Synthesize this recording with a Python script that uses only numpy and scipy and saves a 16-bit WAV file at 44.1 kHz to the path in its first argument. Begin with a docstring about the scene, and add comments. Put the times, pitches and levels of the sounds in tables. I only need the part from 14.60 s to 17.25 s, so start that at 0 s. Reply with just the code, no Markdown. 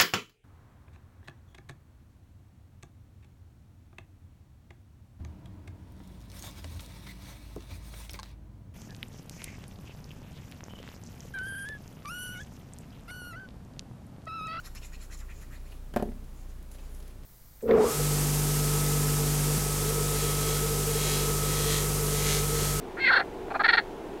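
"""A table in a small room, one microphone close to a piece of card; a low throbbing hum and hiss throughout.
For the first second a glue bottle's nozzle scribbles to and fro, catching fibres and ringing the card.
At about 1.35 s the plastic bottle is laid down: it knocks on the table and rocks to rest.
From about 1.65 s to the end, fingers turn the card with soft rubs and faint snaps."""
import sys
import numpy as np
from scipy import signal
from scipy.fft import rfft, irfft, next_fast_len
from scipy.io import wavfile
from scipy.ndimage import uniform_filter1d, map_coordinates

SR = 44100
rng = np.random.default_rng(int(sys.argv[2]) if len(sys.argv) > 2 else 0)


def wav_record(signal):
    """Record a signal, one row per channel, as 16-bit PCM in the file named by sys.argv[1]."""
    frames = np.transpose(np.atleast_2d(signal))
    bounded = np.clip(frames, -1, 1)
    # unit amplitude maps onto the largest positive 16-bit level
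    quanta = np.round(bounded * 32767).astype(np.int16)
    wavfile.write(sys.argv[1], SR, quanta)


N = 116865
TIME = np.arange(N) / SR


def amp(db):
    """Decibels to gain."""
    return 10 ** (np.asarray(db) / 20)


def unit(x):
    """Scale to rms 1."""
    return x / np.sqrt(np.mean(np.abs(x) ** 2) + 1e-20)


def along(points, hz):
    """Read (frequency [Hz], value) points on a log frequency axis."""
    knots_hz, values = np.transpose(points)
    return np.interp(np.log(hz + 1), np.log(knots_hz + 1), values)


def filtered(x, response):
    """Pass x through a response given as a function of frequency."""
    size = next_fast_len(N + SR // 2)
    return irfft(rfft(x, size) * response(np.fft.rfftfreq(size, 1 / SR)), size)[:N]


def coloured(x, spectrum):
    """Shape x with a spectrum, at rms 1."""
    return unit(filtered(x, lambda hz: amp(along(spectrum, hz))))


def wobble(rate):
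    """A smooth random curve, rate knots a second."""
    return map_coordinates(rng.standard_normal(1024), [TIME * rate], mode="wrap")


def arch(start, length):
    """Speed of one stroke: it swells and falls back to rest."""
    progress = np.clip((TIME - start) / length, 0, 1)
    return np.abs(np.sin(np.pi * progress)) ** 0.94 * ((progress > 0) & (progress < 1))


def fade(start, t60):
    """A sudden start and an exponential decay."""
    age = TIME - start
    return (age >= 0) * np.exp(-np.log(1000) * np.maximum(age, 0) / t60)


# Swell of the hum: (time [s], level [dB])
HUM_SWELL = [(0.0, -46.5), (0.11, -42.5), (0.4, -42), (0.44, -44), (0.63, -39.5), (0.86, -44.5),
             (1.05, -39.5), (1.34, -42), (1.36, -37.5), (1.78, -43), (1.86, -36), (2.19, -45.5),
             (2.26, -37.5), (2.29, -44), (2.33, -39), (2.65, -45.5)]
# Harmonics of the throb: (multiple, relative level [dB])
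HUM_HARMONICS = [(1, -0.5), (2, -7.5), (3, -19.5), (4, -25)]
# Faint steady tones: (frequency [Hz], level [dB])
WHINE_TONES = [(591, -74.5), (1181, -86)]
# Hiss of the room: (frequency [Hz], relative level [dB])
HISS_SPECTRUM = [(20, -1.5), (45, -3), (80, -3), (130, -6.5), (210, -10.5), (320, -15.5), (600, -22),
                 (1000, -24.5), (2000, -31), (4000, -35.5), (8000, -37), (11000, -37), (16000, -39)]


def room_tone(throb_hz=30.16, first_throb_s=0.006, hum_trim_db=-1, hiss_db=-50.5):
    """Behind the close sounds: a low throb that swells and sags, two faint tones and hiss."""
    drift_s = 0.0011 * wobble(rate=5.35)
    phase = 2 * np.pi * throb_hz * (TIME - first_throb_s + drift_s)
    throb = sum(amp(db + 1.5 * wobble(rate=7.91)) * np.cos(k * phase) for k, db in HUM_HARMONICS)
    throb *= amp(hum_trim_db + np.interp(TIME, *np.transpose(HUM_SWELL)))
    whine = sum(amp(db) * np.sin(2 * np.pi * hz * TIME + 0.13 * wobble(rate=4.3))
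                for hz, db in WHINE_TONES)
    hiss = amp(hiss_db) * coloured(rng.standard_normal(N), HISS_SPECTRUM)
    return np.sqrt(2) * (throb + whine) + hiss


# Reverberation of the room: (frequency [Hz], t60 [s])
ROOM_DECAY = [(150, 0.86), (300, 0.21), (700, 0.16), (2000, 0.3), (10000, 0.37)]


def room_reverb(direct, delay_s=0.005):
    """The small room's tail, longest in the bass, reaches the microphone just after the direct sound."""
    hz, t, noise = signal.stft(rng.standard_normal(SR), SR, nperseg=256)
    decay = np.exp(-np.log(1000) * t / along(ROOM_DECAY, hz)[:, None])
    tail = signal.istft(noise * decay, SR, nperseg=256)[1]
    tail = np.pad(tail / np.linalg.norm(tail), (round(delay_s * SR), 0))
    return signal.fftconvolve(direct, tail)[:N]


def fibres(catches_per_s=2300, catch_share=0.29):
    """Friction on card: tiny random catches over a smooth rush."""
    catches = (rng.random(N) < catches_per_s / SR) * rng.standard_normal(N)
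    return np.sqrt(catch_share) * unit(catches) + np.sqrt(1 - catch_share) * rng.standard_normal(N)


def friction(*bands):
    """Layers of fibre noise, one for each (envelope, spectrum) pair."""
    return sum(envelope * coloured(fibres(), spectrum) for envelope, spectrum in bands)


# Fingers sliding on the card: (start [s], length [s], skin rub [dB], edge whisper [dB], rustle [dB])
FINGER_RUBS = [(0.723, 0.12, -63.5, -63.5, -73), (1.048, 0.15, -61, -78, -70),
               (1.732, 0.13, -78, -66.5, -71), (1.875, 0.062, -67, -68, -73),
               (2.097, 0.084, -66, -66.5, -63.5), (2.177, 0.15, -60.5, -70, -72),
               (2.289, 0.14, -67.5, -72, -62.5), (2.403, 0.15, -62, -81, -72)]
# Small snaps of the card: (time [s], dull level [dB], crisp level [dB], t60 [s])
CARD_SNAPS = [(0.15, -54.5, -48, 0.068), (0.219, -55, -56.5, .05), (1.121, -62, -68, 0.037),
              (1.642, -74, -62, 0.043), (1.687, -71, -65, .015), (2.027, -79, -51.5, 0.015),
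              (2.115, -62, -50, 0.045), (2.147, -52, -61, 0.071), (2.185, -52, -73, 0.077),
              (2.347, -77, -54.5, 0.083), (2.402, -54.5, -53.5, 0.032), (2.425, -55, -59, 0.053),
              (2.479, -62, -53, 0.035), (2.634, -52.5, -70, 0.048)]
# Skin, card edge, fine rustle and crisp snap, close up: (frequency [Hz], relative level [dB])
SKIN_SPECTRUM = [(150, -41), (400, 23.5), (1000, 5.5), (3000, 6), (5000, 2.5), (9000, -8), (16000, -5)]
EDGE_SPECTRUM = [(4500, -20), (6200, -7.5), (7000, -2), (7700, -9), (9500, -34)]
RUSTLE_SPECTRUM = [(5000, -28), (9000, -2), (10400, 8), (12500, -5), (16000, -12)]
CRISP_SPECTRUM = [(1500, -10), (4200, 5.5), (5200, 5), (6800, 10), (8500, 0), (11000, 10), (13000, 6.5),
                  (16000, -11)]


def fingers():
    """Near the microphone, fingers slide over the card and make it snap faintly."""
    skin, edge, rustle, crisp = np.zeros((4, N))
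    for start, length, skin_db, edge_db, rustle_db in FINGER_RUBS:
        speed = arch(start, length)
        skin += amp(skin_db) * speed
        edge += amp(edge_db) * speed
        rustle += amp(rustle_db) * speed
    for start, dull_db, crisp_db, t60 in CARD_SNAPS:
        skin += amp(dull_db) * fade(start, t60)
        crisp += amp(crisp_db) * fade(start, t60)
    return friction((skin, SKIN_SPECTRUM), (edge, EDGE_SPECTRUM),
                    (rustle, RUSTLE_SPECTRUM), (crisp, CRISP_SPECTRUM))


# Bottle on table: (time [s], thud [dB], contact cut-off [Hz], shell click [dB], nozzle tick [dB])
BOTTLE_BLOWS = [(1.3385, -38.5, 2500, -37.5, -54), (1.3620, -14, 1280, -31.5, -38),
                (1.3703, -29.5, 1900, -35.5, -44), (1.3967, -25.5, 1190, -41, -56),
                (1.41, -35, 1800, -60, -64), (1.4247, -17.5, 660, -41.5, -43.5),
                (1.4559, -24.5, 353, -61, -65), (1.4756, -27, 355, -64, -77), (1.489, -27, 347, -52, -73),
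                (1.518, -38, 596, -53, -72), (1.551, -53, 285, -71, -80), (1.625, -37.5, 277, -74, -80)]
# Modes of table top and bottle, one list a column: (frequency [Hz], relative level [dB], t60 [s])
THUD_HZ = [240, 352, 392, 586, 700, 900, 1045, 1160, 1415, 1615, 1725, 1848, 2030, 3080]
THUD_DB = [-1.5, -4.5, -8, -1.5, -5, -18, -11, -23, -15.5, -12.5, -12, -14, -16, -11]
THUD_T60_S = [0.055, 0.038, 0.048, 0.046, 0.055, 0.087, 0.038, 0.035, 0.054, 0.062, 0.049, 0.057, 0.025,
              .03]
# Shell click and nozzle tick: (frequency [Hz], relative level [dB])
CLICK_SPECTRUM = [(200, 14), (800, -4), (1900, 4.5), (2300, 0.5), (3100, -2), (3900, -8), (5000, -12),
                  (7000, -16), (16000, -33)]
TICK_SPECTRUM = [(1500, -18), (3800, 2.5), (5500, -7), (7200, -3.5), (9000, -7), (11000, 2.5), (16000, -7)]


def bottle(attack_s=0.00057):
    """The plastic bottle lands on the table close by and rocks; softer contacts ring only low modes."""
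    t = np.arange(SR // 2) / SR
    hz, db, t60 = np.array([THUD_HZ, THUD_DB, THUD_T60_S])[:, :, None]
    attack = (1 - np.exp(-t / attack_s)) ** 2
    modes = np.sin(2 * np.pi * hz * t) * np.exp(-np.log(1000) * t / t60) * attack
    thud, click, tick = np.zeros((3, N))
    for start, thud_db, cutoff_hz, click_db, tick_db in BOTTLE_BLOWS:
        contact_lowpass = 1 / np.sqrt(1 + (hz / cutoff_hz) ** 6)
        weights = amp(thud_db + db + rng.normal(0, 1, db.shape)) * contact_lowpass
        thud[round(start * SR):][:len(t)] -= (weights * modes).sum(0)
        click += amp(click_db) * fade(start, t60=0.034)
        tick += amp(tick_db) * fade(start, t60=0.025)
    click *= coloured(rng.standard_normal(N), CLICK_SPECTRUM)
    tick *= coloured(rng.standard_normal(N), TICK_SPECTRUM)
    return thud + click + tick


def card_flex(x, depth_db=4.5):
    """The flexing card favours narrow bands that change from moment to moment."""
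    spectra = signal.stft(x, nperseg=512)[2]
    patches = uniform_filter1d(rng.standard_normal(spectra.shape), size=3, axis=0)
    patches = uniform_filter1d(patches, size=4, axis=1)
    flexed = signal.istft(spectra * amp(depth_db * unit(patches)), nperseg=512)[1][:N]
    return unit(flexed) * np.std(x)


def ring_noise(width_hz=490):
    """One resonance fed by friction: a complex noise band around 0 Hz, ready to shift to a pitch."""
    real, imag = (unit(filtered(fibres(), lambda hz: 1 / (1 + 1j * hz / width_hz) ** 2))
                  for _ in range(2))
    return unit(real + 1j * imag)


# The card's stationary resonances: (frequency [Hz], width [Hz], level over the plain ring [dB])
CARD_RESONANCES = [(1370, 120, 3), (1900, 120, 0), (2520, 180, 4)]


def card_response(hz):
    """The card lifts the ring wherever it slides through a stationary resonance."""
    return 1 + sum(amp(db) * 1j * hz * width / (centre ** 2 - hz ** 2 + 1j * hz * width)
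                   for centre, width, db in CARD_RESONANCES)


# Nozzle strokes: (start [s], length [s], card ring [dB], ring from [Hz], ring to [Hz], scratch [dB],
# scratch lag [s], edge whistle [dB], sizzle [dB], lag of whistle and sizzle [s])
NOZZLE_STROKES = [(-.02, 0.042, -70, 2420, 2250, -62, -0.0023, -65, -66, 0),
                  (0.04, 0.053, -55, 2292, 1254, -53, -0.01, -56.5, -56.5, -0.0016),
                  (0.144, .048, -53.5, 1453, 3053, -53, 0.003, -54.5, -64, 0.0065),
                  (0.21, 0.056, -55.5, 3070, 1820, -54.5, 0.0032, -52, -58, 0.016),
                  (0.315, 0.052, -55.5, 1527, 2930, -57.5, .004, -60, -68, 0.0047),
                  (0.391, 0.071, -62, 2580, 1510, -56.5, -0.0077, -58, -61, 0.0086),
                  (.493, 0.062, -54.5, 1390, 2253, -55, 0.013, -55, -59.5, 0.01),
                  (0.592, 0.056, -57.5, 2124, 1068, -60.5, -0.018, -56, -62.5, -0.027),
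                  (.68, 0.0563, -53.5, 1960, 2305, -69, 0.042, -65, -70, 0.0081),
                  (0.8, 0.055, -58.5, 2000, 1546, -68, 0.0052, -65, -64, -0.00077),
                  (0.894, 0.084, -56, 1596, 2006, -64, 0.02, -67, -65, 0.0042),
                  (1.054, 0.028, -65, 2406, 2470, -68, -0.0085, -70, -69, 0.014),
                  (1.118, 0.015, -53.5, 2650, 2620, -68, -0.012, -76, -72, -0.0046)]
# Scratch and sizzle of the tip, close up: (frequency [Hz], relative level [dB])
SCRATCH_SPECTRUM = [(400, -25), (1100, 4.5), (2400, -5), (3300, -4.5), (3900, 4), (4300, 8), (4650, -1),
                    (5300, 7), (6100, -6.5), (7500, 5), (9000, -22), (16000, -22)]
SIZZLE_SPECTRUM = [(6000, -11), (8200, -14), (8700, -3), (9400, -5.5), (10500, 2), (11400, 4), (12000, -7),
                   (12600, 3), (13500, -9), (16000, -19)]


def nozzle(upper_ratio=1.75, upper_db=-14, grip_db=1.3):
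    """Close up, the tip scratches the card, whose ring slides as the tip nears or leaves the fingers."""
    lower, upper = ring_noise(), ring_noise()
    ring, scratch, whistle, sizzle = np.zeros((4, N))
    for (start, length, ring_db, from_hz, to_hz,
         scratch_db, scratch_lag, whistle_db, sizzle_db, treble_lag) in NOZZLE_STROKES:
        on = (TIME > start) & (TIME < start + length)
        pitch_hz = np.interp(TIME[on], [start, start + length], [from_hz, to_hz])
        phase = 2 * np.pi * np.cumsum(pitch_hz) / SR
        lower_ring = lower[on] * np.exp(1j * phase)
        upper_ring = amp(upper_db) * upper[on] * np.exp(1j * upper_ratio * phase)
        ring[on] += amp(ring_db) * arch(start, length)[on] * (lower_ring + upper_ring).real
        scratch += amp(scratch_db) * arch(start + scratch_lag, length)
        treble_swell = arch(start + treble_lag, length)
        whistle += amp(whistle_db) * treble_swell
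        sizzle += amp(sizzle_db) * treble_swell
    grit = friction((scratch, SCRATCH_SPECTRUM), (whistle, EDGE_SPECTRUM), (sizzle, SIZZLE_SPECTRUM))
    uneven_grip = amp(grip_db * wobble(rate=130))
    return filtered(ring, card_response) + card_flex(grit * uneven_grip)


def scene(reverb_db=-10):
    """Bottle and card close to the microphone, the room and its hum behind them."""
    direct = bottle() + nozzle() + fingers()
    return (direct + amp(reverb_db) * room_reverb(direct) + room_tone())[None]


def record(dry):
    """One microphone channel, with nothing above the recorder's band limit."""
    return filtered(dry[0], lambda hz: hz < 15950)[None]


dry = scene()
out = record(dry)
wav_record(out)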